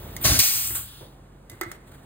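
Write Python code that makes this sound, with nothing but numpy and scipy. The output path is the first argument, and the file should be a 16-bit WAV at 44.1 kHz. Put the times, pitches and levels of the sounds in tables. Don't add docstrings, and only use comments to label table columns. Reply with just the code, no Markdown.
import sys
import numpy as np
from scipy import signal
from scipy.fft import rfft, irfft, next_fast_len
from scipy.io import wavfile
from scipy.ndimage import map_coordinates

SR = 44100
rng = np.random.default_rng(int(sys.argv[2]) if len(sys.argv) > 2 else 0)


def transcribe(signal):
    frames = np.atleast_2d(signal).T
    limited = np.clip(frames, -1, 1)
    pcm = np.round(limited * 32767).astype(np.int16)
    wavfile.write(sys.argv[1], SR, pcm)


N = 90404
T = np.arange(N) / SR

# frequency in Hz, relative dB.
WORKSHOP_COLOUR = [(20, -32.5), (45, -12.5), (75, 0.5), (130, -5.5), (200, -8), (400, -11.5), (800, -15.5),
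                   (1400, -21.5), (2300, -30), (3500, -32.5), (5000, -38.5), (9000, -37), (15500, -42)]
BUMP_COLOUR = [(70, -8.5), (180, -12.5), (380, 2.5), (750, -4), (1200, -14), (2500, -28), (8000, -43)]
SCRAPE_COLOUR = [(200, -0.5), (500, -1), (1900, -1.5), (2700, -10), (3700, -6.5), (5500, -19.5),
                 (8500, -9.5), (11500, -11.5), (15000, -11.5)]
CLICK_COLOUR = [(500, -11.5), (2400, -19), (3200, -4), (4500, -4.5), (6500, -0.5), (8200, -4),
                (11000, -0.5), (14500, -0.5), (16000, -7.5)]
CLACK_COLOUR = [(120, -22), (350, -2), (600, 2), (850, 1), (1080, -6), (1350, -1), (1700, 3), (1950, 0),
                (2350, -24), (6000, -34)]
FRAME_COLOUR = [(35, -16.5), (60, 10), (130, -6), (220, -23), (500, -31), (1500, -62)]
LEAK_COLOUR = [(150, -25), (800, -8.5), (1500, -4.5), (2700, -11), (3400, -3.5), (4500, -11.5), (6000, -14),
               (9000, -16), (10900, -5.5), (12200, -11), (15500, -1)]
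SPURT_COLOUR = [(300, -12.5), (1500, -8), (3500, -4), (6000, -20.5), (8000, -8), (11000, 0.5),
                (13000, -5.5), (14700, 10.5), (15700, -9.5)]
BLAST_COLOUR = [(200, 5.5), (400, -11), (650, -4), (850, -10), (1100, -13), (1500, -5.5), (2100, -7.5),
                (3200, -6), (4200, -3), (6000, -1), (8000, -9), (10000, -4.5), (12000, -1.5), (14500, -6),
                (15700, -10)]
BITE_COLOUR = [(300, -30.5), (1200, -16.5), (2300, -0.5), (3300, -5), (4100, -1.5), (5300, 2.5),
               (6500, 4.5), (7500, -5.5), (10000, -9), (15200, -15)]
VENT_COLOUR = [(300, -33.5), (700, -14.5), (1400, -9.5), (2000, -13), (3400, -4.5), (4200, -16.5),
               (6200, -16), (7300, -3), (8500, 1.5), (11000, -0.5), (13000, 3), (14600, 7.5), (15700, -1)]
PUFF_COLOUR = [(300, -16), (800, -6), (1200, -4.5), (1580, 1), (1900, -10.5), (3500, -3.5), (5000, -11),
               (6200, -7), (7500, 0.5), (11000, 0), (13000, 3.5), (15600, 0)]
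TRICKLE_COLOUR = [(500, -13.5), (1500, -6.5), (2300, -13), (3400, -0.5), (4200, -5), (5500, -11.5),
                  (8000, -17), (10300, -5.5), (12700, -12), (14000, -12.5), (15600, -7)]
SNAP_COLOUR = [(200, -3), (900, -18), (3300, -12), (4300, -2), (6800, -9), (8000, 0), (10400, -1),
               (11500, -8), (13300, -1), (14500, 5), (15700, 1)]

# time in seconds, level in dB.
WORKSHOP_LEVEL = [(0, -43), (.2, -40.5), (.45, -49), (.9, -56.5), (1.1, -51), (1.4, -52), (1.9, -50),
                  (2.05, -49.5)]
MOTOR_LOAD = [(0, 6.5), (.22, 7.5), (.45, 2), (.6, -9), (.9, -1), (1.1, 2), (2.05, -2)]
SCRAPE_LEVEL = [(1.48, -80), (1.51, -50), (1.59, -59), (1.74, -49), (1.8, -67), (1.85, -64.5), (1.875, -54),
                (1.9, -58), (1.935, -50.5), (1.98, -58.5), (2.05, -61)]
SHAKE_LEVEL = [(.24, -58.5), (.257, -23.5), (.285, -32), (.322, -20), (.345, -35.5), (.395, -27),
               (.425, -47.5), (.52, -56), (.57, -43), (.65, -47.5), (.72, -41), (.81, -44.5), (.88, -50.5),
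               (1.1, -67)]
# pitch in Hz, level in dB before the load is added.
MOTOR_TONES = [(46.6, -55), (137, -58), (199, -66)]

# start in seconds, level in dB.
SOFT_BUMPS = [(0.054, -45.5), (1.009, -41.5), (1.515, -54)]
AIR_SQUEAKS = [(0.673, -16)]
VALVE_SNAPS = [(.3897, -5), (.4005, -16)]
# start in seconds, deep tone in dB, upper tone in dB.
TABLE_THUMPS = [(1.019, -34.5, -50), (1.521, -31.5, -41), (1.661, -32.5, -32.5)]
# pitch in Hz, seconds to fade by 60 dB.
TABLE_TONES = [(108, .1), (340, .15)]
# pitch in Hz, relative level in dB, seconds to fade by 60 dB.
CAN_TONES = [(345, 1, .12), (560, -9, .05), (740, -7, .05), (1312, -2, .14), (1450, -9, .07),
             (1600, -5, .05), (1795, -4, .07), (2007, 0, .11), (2121, -12, .28), (3612, -19, .08),
             (3941, -23, .12), (4743, -17, .08), (8120, -22, .1), (10220, -24, .08)]
CLUNK_TONES = [(645, -33, .4), (1105, -29, .22)]
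# start in seconds, ring in dB, click in dB, change to the low tones
# in dB, dull clack in dB, a number that multiplies the ring time.
CAN_KNOCKS = [(.165, -25.5, -27.5, -28, -48, .2), (.707, -43, -50, 1, -30.5, .6),
              (1.4975, -48, -35, -23, -47, 1.8), (1.516, -53, -44, -10, -52, 1),
              (1.612, -24.5, -24.5, -2, -19.5, .8), (1.6333, -44, -37, 6, -28, .45),
              (1.7157, -45, -32, 2, -22.5, .45)]

# pitch in Hz, width in Hz, relative dB.
FRAME_RESONANCES = [(65.9, 6, -6), (109.4, 6, 0), (181, 12, -12), (250, 50, -13), (320, 70, -14)]
PIPE_RESONANCES = [(645, 22, 0), (1100, 40, -2), (2070, 70, -4), (4105, 35, 1), (4880, 100, -4),
                   (5958, 30, 0), (6982, 22, 5), (8668, 30, -2), (10518, 25, -1)]
PORT_RESONANCES = [(2400, 300, -10), (4100, 150, 3), (4750, 160, -2), (5250, 220, 0), (6070, 130, -2),
                   (6620, 90, -5), (7930, 110, -9)]
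# start in seconds, level in dB, rise in seconds, hold in seconds, sag while open in dB
# per second, fall after closing in dB per second, brief boost or dip on opening in dB.
AIR_JETS = [(0.0, -44, 0.00071, 0.44, 3, 130, 1.5), (0.21, -28, 0.0033, 0.035, 63, 412, -6.5),
            (0.236, -18, 0.019, 0.11, 17.5, 253, 3.5), (.391, -21.5, .004, .27, 58, 150, 6.5),
            (0.393, -18.5, .008, 0.36, 31.5, 170, -1.5), (0.746, -27, 0.0078, 0.012, 49, 163, 3),
            (0.76, -46.5, 0.11, 0.15, 5.5, 132, 1)]

# frequency in Hz, seconds to fade by 60 dB.
ROOM_FADE = [(200, 0.33), (2000, 0.45), (12000, 0.031)]
# frequency in Hz, how alike their noise is (1 means the same).
CHANNEL_LIKENESS = [(100, .99), (350, 0.92), (800, 0.23), (2200, 0.45), (3400, 0.73), (4600, 0.6), (5500, 1),
                    (7000, 0.81), (7900, 1), (9000, 0.57), (10200, 0.26), (11200, 1), (12300, 1), (13200, 0.23),
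                    (14700, 1)]
# frequency in Hz, how far the left wave runs ahead in radians.
CHANNEL_LEAD = [(20, 0), (300, -.1), (800, -.35), (1400, .1), (2300, 1.3), (4200, 2.0), (5500, 3.14),
                (6800, 4.5), (7700, 6.1), (9100, 6.4), (10200, 7.8), (11200, 9.3), (12200, 9.5), (13300, 10.9),
                (14500, 12.5)]
# frequency in Hz, left level minus right level in dB.
CHANNEL_BALANCE = [(60, -.3), (400, -0.63), (1200, -2.7), (2400, -1.5), (4400, 1), (8000, 1)]

LOW_TONES_HZ, CAN_PAN_DB = 1900, -1.5
RING_ATTACK_S, CLICK_ATTACK_S, CLUNK_S = .0013, .00015, .248
JET_LOW_HZ, KICK_S = 169, .014
PIPES_DB, PORT_DB, FLUTTER_DB = -11.5, -6, .3
ROOM_DB, WALLS_DB, WALLS_DELAY_S = -10.5, -11, .008
CEILING, TOP_HZ = .85, 15780


def amp(db):
    return 10 ** (np.asarray(db) / 20)


def unit(x):
    return x / np.sqrt(np.mean(x ** 2) + 1e-20)


def along(points, hz):
    freqs, values = np.transpose(points)
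    return np.interp(np.log(hz + 1), np.log(freqs + 1), values)


def level(points):
    return amp(np.interp(T, *np.transpose(points)))


def wobble(rate):
    return map_coordinates(rng.standard_normal(2048), [T * rate], mode="wrap")


def filtered(x, response):
    size = next_fast_len(N + SR // 2)
    return irfft(rfft(x, size) * response(np.fft.rfftfreq(size, 1 / SR)), size)[..., :N]


def noise(response):
    def split(hz):
        angle = np.arccos(np.clip(along(CHANNEL_LIKENESS, hz), -1, 1)) / 2
        return response(hz) * np.array([np.cos(angle), np.sin(angle)])
    common, apart = filtered(rng.standard_normal((2, N)), split)
    return unit(np.array([common + apart, common - apart]))


def rush(colour, low_hz=25):
    return noise(lambda hz: amp(along(colour, hz)) * hz ** 2 / (hz ** 2 + low_hz ** 2))


def ringing_noise(resonances):
    return noise(lambda f: sum((-1) ** k * amp(db) * 1j * f * width / (hz**2 - f**2 + 1j * f * width)
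                               for k, (hz, width, db) in enumerate(resonances)))


def struck(start, fade, attack):
    t = np.maximum(T - start, 0)
    return (1 - np.exp(-t / attack)) * np.exp(-np.log(1000) * t / fade)


def hits(events, fade, attack):
    return sum(amp(db) * struck(start, fade, attack) for start, db in events)


def room(x):
    hz, t, spectrum = signal.stft(rng.standard_normal((2, SR // 2)), SR, nperseg=256)
    decay = np.exp(-np.log(1000) * t / along(ROOM_FADE, hz)[:, None])
    tail = signal.istft(spectrum * decay, SR, nperseg=256)[1]
    return signal.fftconvolve(x, tail / np.linalg.norm(tail[0]), axes=1)[:, :N]


def walls(x):
    delays = rng.uniform(0.1021, 1, 8) * WALLS_DELAY_S
    gain = amp(WALLS_DB) / np.sqrt(len(delays))
    return filtered(x, lambda hz: 1 + gain * sum(np.exp(-2j * np.pi * hz * s) for s in delays))


def workshop():
    hum = sum(amp(db) * np.sqrt(2) * np.sin(2 * np.pi * hz * T + 0.13 * wobble(4.7))
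              for hz, db in MOTOR_TONES)
    return level(WORKSHOP_LEVEL) * rush(WORKSHOP_COLOUR) + level(MOTOR_LOAD) * hum


def handling():
    bumps = hits(SOFT_BUMPS, fade=.29, attack=.00069) * rush(BUMP_COLOUR)
    thumps = np.zeros(N)
    for start, *levels in TABLE_THUMPS:
        for db, (hz, fade) in zip(levels, TABLE_TONES):
            thumps += amp(db) * struck(start, fade, attack=.006) * np.sin(2 * np.pi * hz * (T - start))
    scrape = level(SCRAPE_LEVEL) * amp(2.5 * wobble(110)) * rush(SCRAPE_COLOUR)
    return bumps + thumps + scrape


def can():
    out = np.zeros((2, N))
    click, clack = rush(CLICK_COLOUR), rush(CLACK_COLOUR)
    for start, ring_db, click_db, low_db, clack_db, length in CAN_KNOCKS:
        for hz, db, fade in CAN_TONES:
            phase = 2 * np.pi * hz * (T - start) + .25 * wobble(90)
            gain = amp(ring_db + db + low_db * (hz < LOW_TONES_HZ) + rng.normal(0, 1))
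            out += gain * struck(start, fade * length, RING_ATTACK_S) * np.sin(phase)
        out += amp(click_db) * struck(start, fade=.029, attack=CLICK_ATTACK_S) * click
        out += amp(clack_db) * struck(start, fade=.009, attack=CLICK_ATTACK_S) * clack
    return out


def frame():
    clunk, tones = np.zeros((2, N))
    for hz, db, fade in CLUNK_TONES:
        phase = 2 * np.pi * hz * T + 0.65 * wobble(60)
        clunk += amp(db) * struck(CLUNK_S, fade, RING_ATTACK_S) * np.sin(phase)
    for hz, width, db in FRAME_RESONANCES:
        pitch = hz + width / 2 * wobble(41.07)
        tones += amp(db) * np.sin(2 * np.pi * np.cumsum(pitch) / SR + rng.uniform(0, 2 * np.pi))
    rumble = amp(-6.5) * rush(FRAME_COLOUR)
    return clunk + level(SHAKE_LEVEL) * unit(unit(tones) + rumble)


def valve(start, db, attack, hold, sag, fall, kick_db):
    t = T - start
    open_s = np.maximum(t - attack, 0)
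    kick = kick_db * np.exp(-(open_s / KICK_S) ** 2)
    drop = sag * np.minimum(open_s, hold) + fall * np.maximum(open_s - hold, 0)
    return np.clip(t / attack, 0, 1) * amp(db + kick - drop)


def exhaust_port():
    return unit(sum(amp(db + 2 * wobble(30)) * np.sqrt(width) * ringing_noise([(hz, width, 0)])
                    for hz, width, db in PORT_RESONANCES))


def air():
    colours = [LEAK_COLOUR, SPURT_COLOUR, BLAST_COLOUR, BITE_COLOUR,
               VENT_COLOUR, PUFF_COLOUR, TRICKLE_COLOUR]
    flows = [valve(*jet) for jet in AIR_JETS]
    blast, bite = flows[2:4]
    hiss = sum(flow * rush(colour, JET_LOW_HZ) for flow, colour in zip(flows, colours))
    port = amp(PORT_DB) * bite * exhaust_port()
    pipes = amp(PIPES_DB) * blast * ringing_noise(PIPE_RESONANCES)
    squeak = hits(AIR_SQUEAKS, fade=.024, attack=.001) * ringing_noise([(7970, 290, 0)])
    snap = hits(VALVE_SNAPS, fade=.045, attack=.0003) * rush(SNAP_COLOUR, JET_LOW_HZ)
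    flutter = amp(FLUTTER_DB * wobble(28))
    return snap + (hiss + port + pipes + squeak) * flutter


def scene():
    knocks = can() * amp(CAN_PAN_DB * np.array([[.5], [-.5]]))
    return walls(air()) + frame() + knocks + amp(ROOM_DB) * room(knocks) + handling() + workshop()


def record(dry):
    sides = np.array([[.5], [-.5]])
    pair = filtered(dry, lambda hz: np.exp(1j * sides * along(CHANNEL_LEAD, hz))
                    * amp(sides * along(CHANNEL_BALANCE, hz)))
    rounded = pair / (1 + np.abs(pair / CEILING) ** 8) ** (1 / 8)
    return filtered(rounded, lambda hz: 1 / np.sqrt(1 + (hz / TOP_HZ) ** 260))


dry = scene()
out = record(dry)
transcribe(out)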